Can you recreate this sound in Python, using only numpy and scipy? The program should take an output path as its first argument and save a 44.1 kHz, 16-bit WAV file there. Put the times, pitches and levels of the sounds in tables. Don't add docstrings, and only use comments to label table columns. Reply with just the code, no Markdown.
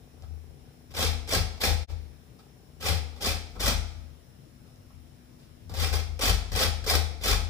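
import sys
import numpy as np
from scipy import signal
from scipy.fft import rfft, irfft
from scipy.io import wavfile
from scipy.ndimage import uniform_filter1d

SR = 44100
rng = np.random.default_rng(int(sys.argv[2]) if len(sys.argv) > 2 else 0)


def elevation(decibels):
    levels = np.asarray(decibels, float)
    return 10 ** (levels / 20)


def wav_record(signal):
    frames = np.transpose(np.atleast_2d(signal))
    bounded = np.clip(frames, -1, 1)
    quanta = np.round(bounded * 32767).astype(np.int16)
    wavfile.write(sys.argv[1], SR, quanta)


N = 330309


def read(points, hz):
    f, value = np.transpose(points)
    return np.interp(np.log(hz + 1), np.log(f + 1), value)


def evened(x):
    return x / np.sqrt(np.mean(x ** 2) + 1e-20)


def wander(per_s):
    lowpass = signal.butter(2, per_s, fs=SR, output="sos")
    return evened(signal.sosfilt(lowpass, rng.standard_normal(N)))


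def split(x, lo_hz, hi_hz):
    hz, z = np.fft.rfftfreq(N, 1 / SR), rfft(x)
    low = 1 / (1 + (hz / lo_hz) ** 4)
    high = 1 - 1 / (1 + (hz / hi_hz) ** 8)
    return [irfft(z * share, N) for share in (low, 1 - low - high, high)]


def pair(a, b, same):
    same = np.clip(same, -1, 1)[:, None]
    return np.array([a, same * a + np.sqrt(1 - same ** 2) * b])


def air(shape, level_db, patchy_db):
    # f/Hz, likeness (-1 to 1)
    air_same = [(60, 1), (180, 0.72), (550, -0.11), (1650, -0.0026), (4970, -0), (15000, -0.13)]
    # f/Hz, left-right level/dB
    air_balance = [(60, 11.5), (180, 9), (550, 4.5), (1650, 0.5), (4970, 5), (15000, -4)]
    frames, hz = N // 512 + 5, np.fft.rfftfreq(2048, 1 / SR)
    a, b, c, d, patches = rng.standard_normal((frames, 1025, 5)).T
    patches = uniform_filter1d(patches, size=20, axis=0)
    patches = evened(uniform_filter1d(patches, size=8, axis=1))
    colour = elevation(read(shape, hz)[:, None] + patchy_db * patches)
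    z = pair(a + 1j * b, c + 1j * d, read(air_same, hz)) * colour
    z *= elevation(np.array([.5, -.5])[:, None, None] * read(air_balance, hz)[:, None])
    noise = signal.istft(z, nperseg=2048, noverlap=1536)[1][:, :N]
    return elevation(level_db) * noise / np.std(noise.mean(0))


def rumble():
    # f/Hz, level/dB per Hz
    rumble_colour = [(15, -51), (25, -49), (60, -0.5), (104, -5.5), (124, 0), (159, -6.5), (209, -9.5),
                     (242, -12), (332, -11.5), (361, -16), (623, -17.5), (854, -24.5), (3800, -30.5),
                     (4940, -55), (8360, -120)]
    return air(rumble_colour, level_db=-54.5, patchy_db=1.1)


def hiss():
    # f/Hz, level/dB per Hz
    hiss_colour = [(2060, -45), (3500, -33), (3800, -6), (4050, 0), (4680, -4), (5280, 5), (6680, -6.5),
                   (7250, -0.5), (8130, -8), (9050, -1.5), (9700, -2), (10700, -1.5), (13500, -10.5),
                   (15100, 1.5), (15900, -7)]
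    return air(hiss_colour, level_db=-69, patchy_db=.7)


def fridge():
    # f/Hz, level/dB
    hum = [(245.7, -65), (362, -82), (140, -67)]
    t, out = np.arange(N) / SR, np.zeros(N)
    for hz, db in hum:
        out += np.sqrt(2) * elevation(db + 2.3 * wander(0.77)) * np.sin(2 * np.pi * hz * t)
    return out


def focus(case_hz=430, t60=.03, spread_db=3.5, steps_per_s=30):
    # first t/s, last t/s, level/dB
    focus_runs = [
        (.007, 1.85, -46.5),
        (1.899, 3.9, -47),
        (3.932, 7.49, -90),
    ]
    steps = np.zeros(N)
    for first, last, db in focus_runs:
        at = (np.arange(first, last, 1 / steps_per_s) * SR).astype(int)
        steps[at] = elevation(db - spread_db * 2 * rng.random(150)[:len(at)])
    t = np.arange(1500) / SR
    modes = np.sin(2 * np.pi * case_hz * t) + .45 * np.sin(2 * np.pi * 750 * t)
    knock = elevation(-60 * t / t60) * modes * (1 - np.exp(-t / .0012))
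    return signal.oaconvolve(steps, knock)[:N] * elevation(np.array([[1.5], [-1.5]]))


def counter(drift=0.0327, hold_s=0.013, top_mode_db=-8.5):
    # f/Hz, left-right level/dB, lag of the right port/rad
    modes = [
        (49, 8, .4),
        (78, 17, 1.5),
        (95, 3, .5),
        (165, 4, .3),
    ]
    # t/s, slow mode level/dB, main mode level/dB, upper modes level/dB
    shoves = [ (0.250, -62, -43, -49), (0.315, -58, -38, -61), (0.480, -59, -48.5, -71),
              (1.004, -47, -34.5, -41), (1.074, -36, -27, -43.5), (1.150, -40, -36, -55),
              (1.389, -31, -29.5, -30), (1.709, -31.5, -25, -37), (1.925, -39.5, -34, -51),
              (2.918, -44, -26, -32.5), (3.301, -35, -31.5, -42), (3.670, -28, -33, -35),
              (3.760, -30.5, -30, -39.5), (3.988, -46.5, -40.5, -50), (4.800, -66, -62, -52.5),
              (4.960, -75, -49.5, -60), (5.715, -55, -42, -42), (5.815, -37, -26.5, -39),
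              (5.940, -33.5, -26, -42), (6.110, -38.5, -34.5, -58), (6.313, -23.5, -28.5, -30.5),
              (6.546, -32, -33, -37), (6.670, -36, -28, -45.5), (6.730, -37, -32.5, -56),
              (6.856, -37.5, -50, -43), (6.958, -37, -24, -41), (7.030, -43, -30, -49),
              (7.214, -48, -41, -66), (7.330, -24.5, -30, -33.5), (7.428, -39, -31.5, -54)]
    swing_up = [157, 212, 193, 197]
    swing_down = [119, 89, 194, 171]
    t, out = np.arange(N) / SR, np.zeros((2, N))
    s, slow_db, main_db, upper_db = np.transpose(shoves)
    coarse = t[::100]
    since = coarse - s[:, None]
    for k, peak_db in enumerate([slow_db, main_db, upper_db, upper_db + top_mode_db]):
        hz, pan_db, lag = modes[k]
        rise_db = swing_up[k] * since
        fall_db = -swing_down[k] * np.maximum(since - hold_s, 0)
        level_db = (peak_db[:, None] + np.minimum(rise_db, fall_db)).max(axis=0)
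        angle = 2 * np.pi * np.cumsum(hz * (1 + drift * wander(9.9))) / SR
        swing = 2 * np.sqrt(2) * elevation(np.interp(t, coarse, level_db)) / (1 + elevation(-pan_db))
        out += swing * np.array([np.sin(angle), elevation(-pan_db) * np.sin(angle - lag)])
    return out


def kitchen(x, gap_s=.001, early_db=15, early_s=.005):
    # f/Hz, t60/s
    decay = [(100, 1), (420, 1), (1100, 0.82), (2900, 0.79), (7700, 0.67), (14000, 0.36)]
    # f/Hz, likeness (-1 to 1)
    room_same = [(100, 1), (640, 0.46), (1400, 0), (15000, 0.036)]
    taps = np.zeros((2, SR))
    at = np.arange(round(gap_s * SR), SR - 20, 20)
    at = at + rng.integers(0, 20, (2, SR))[:, :len(at)]
    signs = rng.choice([-1., 1.], (2, SR))[:, :at.shape[1]]
    np.put_along_axis(taps, at, signs, 1)
    hz, t, z = signal.stft(taps, SR, nperseg=512)
    decay_db = -60 * t / read(decay, hz)[:, None] + 10.5 * np.exp(-t / 0.12)
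    z = pair(*z, read(room_same, hz)) * elevation(decay_db)
    t = np.arange(SR) / SR
    tail = signal.istft(z, SR, nperseg=512)[1][:, :SR]
    tail = tail * (t > gap_s) * elevation(early_db * np.exp(-t / early_s))
    return signal.fftconvolve(x[None], tail / np.linalg.norm(tail[0]), axes=1)[:, :N]


def nails(t60=.012):
    # t/s, peak level/dB, f/Hz
    nail_clicks = [
        (.2225, -42, 5300),
        (.897, -56, 5000),
        (2.388, -57, 4500),
        (4.759, -49, 5800),
    ]
    out, t = np.zeros(N), np.arange(600) / SR
    for s, db, hz in nail_clicks:
        click = sum(np.sin(2 * np.pi * hz * k * t) for k in (.72, .86, 1, 1.12, 1.35)) / 3
        out[round(s * SR):][:600] += elevation(db - 60 * t / t60) * click
    return out


def body(shape, ring):
    # f/Hz, width/Hz
    steel_rings = [(425, 60), (510, 90), (775, 60), (1310, 70), (2350, 250), (3470, 120), (5150, 300),
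                   (5500, 700)]
    hz = abs(np.fft.fftfreq(8192, 1 / SR))
    rings = sum(ring / (1 + (2 * (hz - f) / width) ** 2) for f, width in steel_rings)
    log_gain = np.log(elevation(np.maximum(read(shape, hz), -60)) * (1 + rings))
    return np.fft.ifft(np.exp(np.conj(signal.hilbert(log_gain)))).real[:4096]


def parts(drive, board_hz=1600, fizz_hz=7000):
    # f/Hz, level/dB per Hz
    board_colour = [(120, -26), (200, 0), (323, -11), (421, -7.5), (520, -5), (620, -9), (710, -1.5),
                    (860, -2.5), (1000, -7), (1280, -3), (1800, -22), (3000, -60)]
    # f/Hz, level/dB per Hz
    rasp_colour = [(820, -42), (1400, -1), (1750, -1.5), (2350, 1), (2820, -6), (3360, -1), (4600, -2),
                   (5040, -0.5), (5640, -3.5), (6430, -9), (10500, -10), (11400, -17), (14200, -9),
                   (15100, -11.5), (15900, -16)]
    struck_board = signal.oaconvolve(drive, body(board_colour, 0.59))[:N]
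    struck_steel = signal.oaconvolve(drive, body(rasp_colour, 0.047))[:N]
    thud = split(struck_board, board_hz, fizz_hz)[0]
    steel, fizz = split(struck_steel, board_hz, fizz_hz)[1:]
    return evened(thud), evened(steel), evened(fizz)


def contact():
    # bite t/s, bite level/dB, time to full pressure/s, full level/dB, slide-off time/s
    strokes = [ (0.944, -39, 0.066, -27, 0.15), (1.269, -42.5, 0.07, -23.5, 0.078),
               (1.6, -36.5, 0.035, -25.5, .14), (2.798, -47, 0.067, -27, 0.14),
               (3.204, -37.5, 0.066, -27, 0.11), (3.592, -34.5, 0.082, -24, 0.092),
               (5.736, -47.5, 0.077, -30, 0.15), (5.926, -33, 0.0057, -32, .11),
               (6.208, -28, 0.055, -24.5, 0.11), (6.549, -32.5, 0.07, -24, 0.085),
               (6.863, -30.5, 0.03, -24.5, .14), (7.233, -29, 0.059, -24.5, 0.11)]
    # t/s, level/dB, length/s, thud level/dB re tearing
    touches = [ (0.223, -57, 0.027, 6), (0.905, -52.5, 0.064, -5), (0.939, -45, 0.009, 0),
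               (1.575, -56, 0.022, 7), (1.880, -49.5, 0.054, 3), (2.390, -56, 0.022, 3),
               (3.160, -55, 0.11, 1), (3.552, -56, 0.053, 14.5), (4.650, -68, 0.11, 6.5),
               (4.904, -66.5, .02, 10), (5.390, -63, 0.11, -5), (5.695, -52, 0.085, 8.5),
               (6.192, -41, 0.021, 4.5), (6.518, -35.5, 0.044, -2), (6.840, -40, 0.021, -4),
               (7.211, -39, 0.04, -6)]
    press_bend, slide_db, slide_bend, lift_db_per_s = 0.84, -25.5, 1.52, 600
    thud_re_tear_db, fizz_re_tear_db, dry_db = -5, -6, -6.5
    out = np.zeros((3, N + SR))
    for s, bite_db, press_s, full_db, slide_s in strokes:
        t = np.arange(SR // 2) / SR
        slid = np.maximum(t - press_s, 0) / slide_s
        sliding = np.minimum(slid, 1)
        db = bite_db + (full_db - bite_db) * np.minimum(t / press_s, 1) ** press_bend
        db = db + slide_db * sliding ** slide_bend
        db = db - lift_db_per_s * slide_s * np.maximum(slid - 1, 0)
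        gains = elevation([db, db + thud_re_tear_db, db + fizz_re_tear_db + dry_db * sliding])
        out[:, round(s * SR):][:, :len(t)] += gains
    out = uniform_filter1d(out, size=260, origin=129, axis=1)
    for s, db, length, thud_db in touches:
        fade_db = db - 12 * np.arange(0, length, 1 / SR) / length
        out[:, round(s * SR):][:, :len(fade_db)] += elevation([fade_db, fade_db + thud_db, fade_db - 8])
    return out[:, :N]


def grater(tears_per_s=11000, spread_db=3.3, chatter_db=3.0, snag_s=.003, snag_db=-8):
    # t/s, peak level/dB
    snag_hits = [(0.948, -29), (1.0331, -21), (1.351, -32), (1.6139, -16), (1.652, -33), (2.8084, -45),
                 (3.2151, -41), (3.5518, -43), (3.605, -21), (5.695, -34), (5.718, -37), (5.7385, -28),
                 (5.924, -27), (6.192, -21), (6.2099, -15.5), (6.2544, -17), (6.2952, -10), (6.517, -31),
                 (6.5385, -25), (6.56, -12), (6.8414, -27), (6.8628, -21.5), (6.898, -9), (6.9516, -6),
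                 (7.2367, -17)]
    ticks = elevation(spread_db * np.minimum(rng.exponential(1, N), 5)) * rng.choice([-1, 1], N)
    rows = signal.butter(1, [25, 90], "band", fs=SR, output="sos")
    chatter = evened(signal.sosfilt(rows, rng.standard_normal(N)))
    ticks *= (rng.random(N) < tears_per_s / SR) * elevation(chatter_db * chatter)
    thud, steel, fizz = parts(ticks)
    tear, press, juice = contact()
    steady = tear * steel + press * thud + juice * fizz
    snags = np.zeros(N)
    for s, db in snag_hits:
        snags[round(s * SR)] = elevation(db + snag_db)
    snags = signal.lfilter([1], [1, -np.exp(-1 / (snag_s * SR))], snags)
    thud, steel, fizz = parts(rng.choice([-1., 1.], N))
    return steady + snags * (steel + 0.36 * thud + .5 * fizz)


def scene():
    # f/Hz, left-right level/dB
    port_balance = [(200, 2.5), (1500, 1), (5000, 1), (9000, 0.5), (13000, -3.5)]
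    rasp = grater()
    close = rasp + 2 * nails()
    direct = np.array([close, np.roll(close, shift=7)])
    turn = 2 * np.pi * np.cumsum(14 + 3 * wander(2)) / SR
    echoes = sum(kitchen(rasp * np.sqrt(2 / 3) * np.cos(turn + k * np.pi / 3)) for k in range(3))
    hz = np.fft.rfftfreq(N, 1 / SR)
    lean = elevation(np.outer([.5, -.5], read(port_balance, hz)))
    near = irfft(rfft(elevation(-7.5) * direct + elevation(-1.54) * echoes) * lean, N)
    house = rumble() + hiss() + fridge()
    return near + counter() + house + focus()


def low_pass(x):
    return signal.sosfilt(signal.butter(12, 16110, fs=SR, output="sos"), x)


def record(dry):
    change_s, fade_s, edge_hz = 1.868, .036, 15450
    fade = np.clip(abs(np.arange(N) / SR - change_s) / fade_s, 0, 1)
    lowpass = signal.firwin(255, edge_hz, window=("kaiser", 6), fs=SR)
    limited = signal.oaconvolve(dry * fade ** 2, lowpass[None], "same")
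    return low_pass(limited)


dry = scene()
out = record(dry)
wav_record(out)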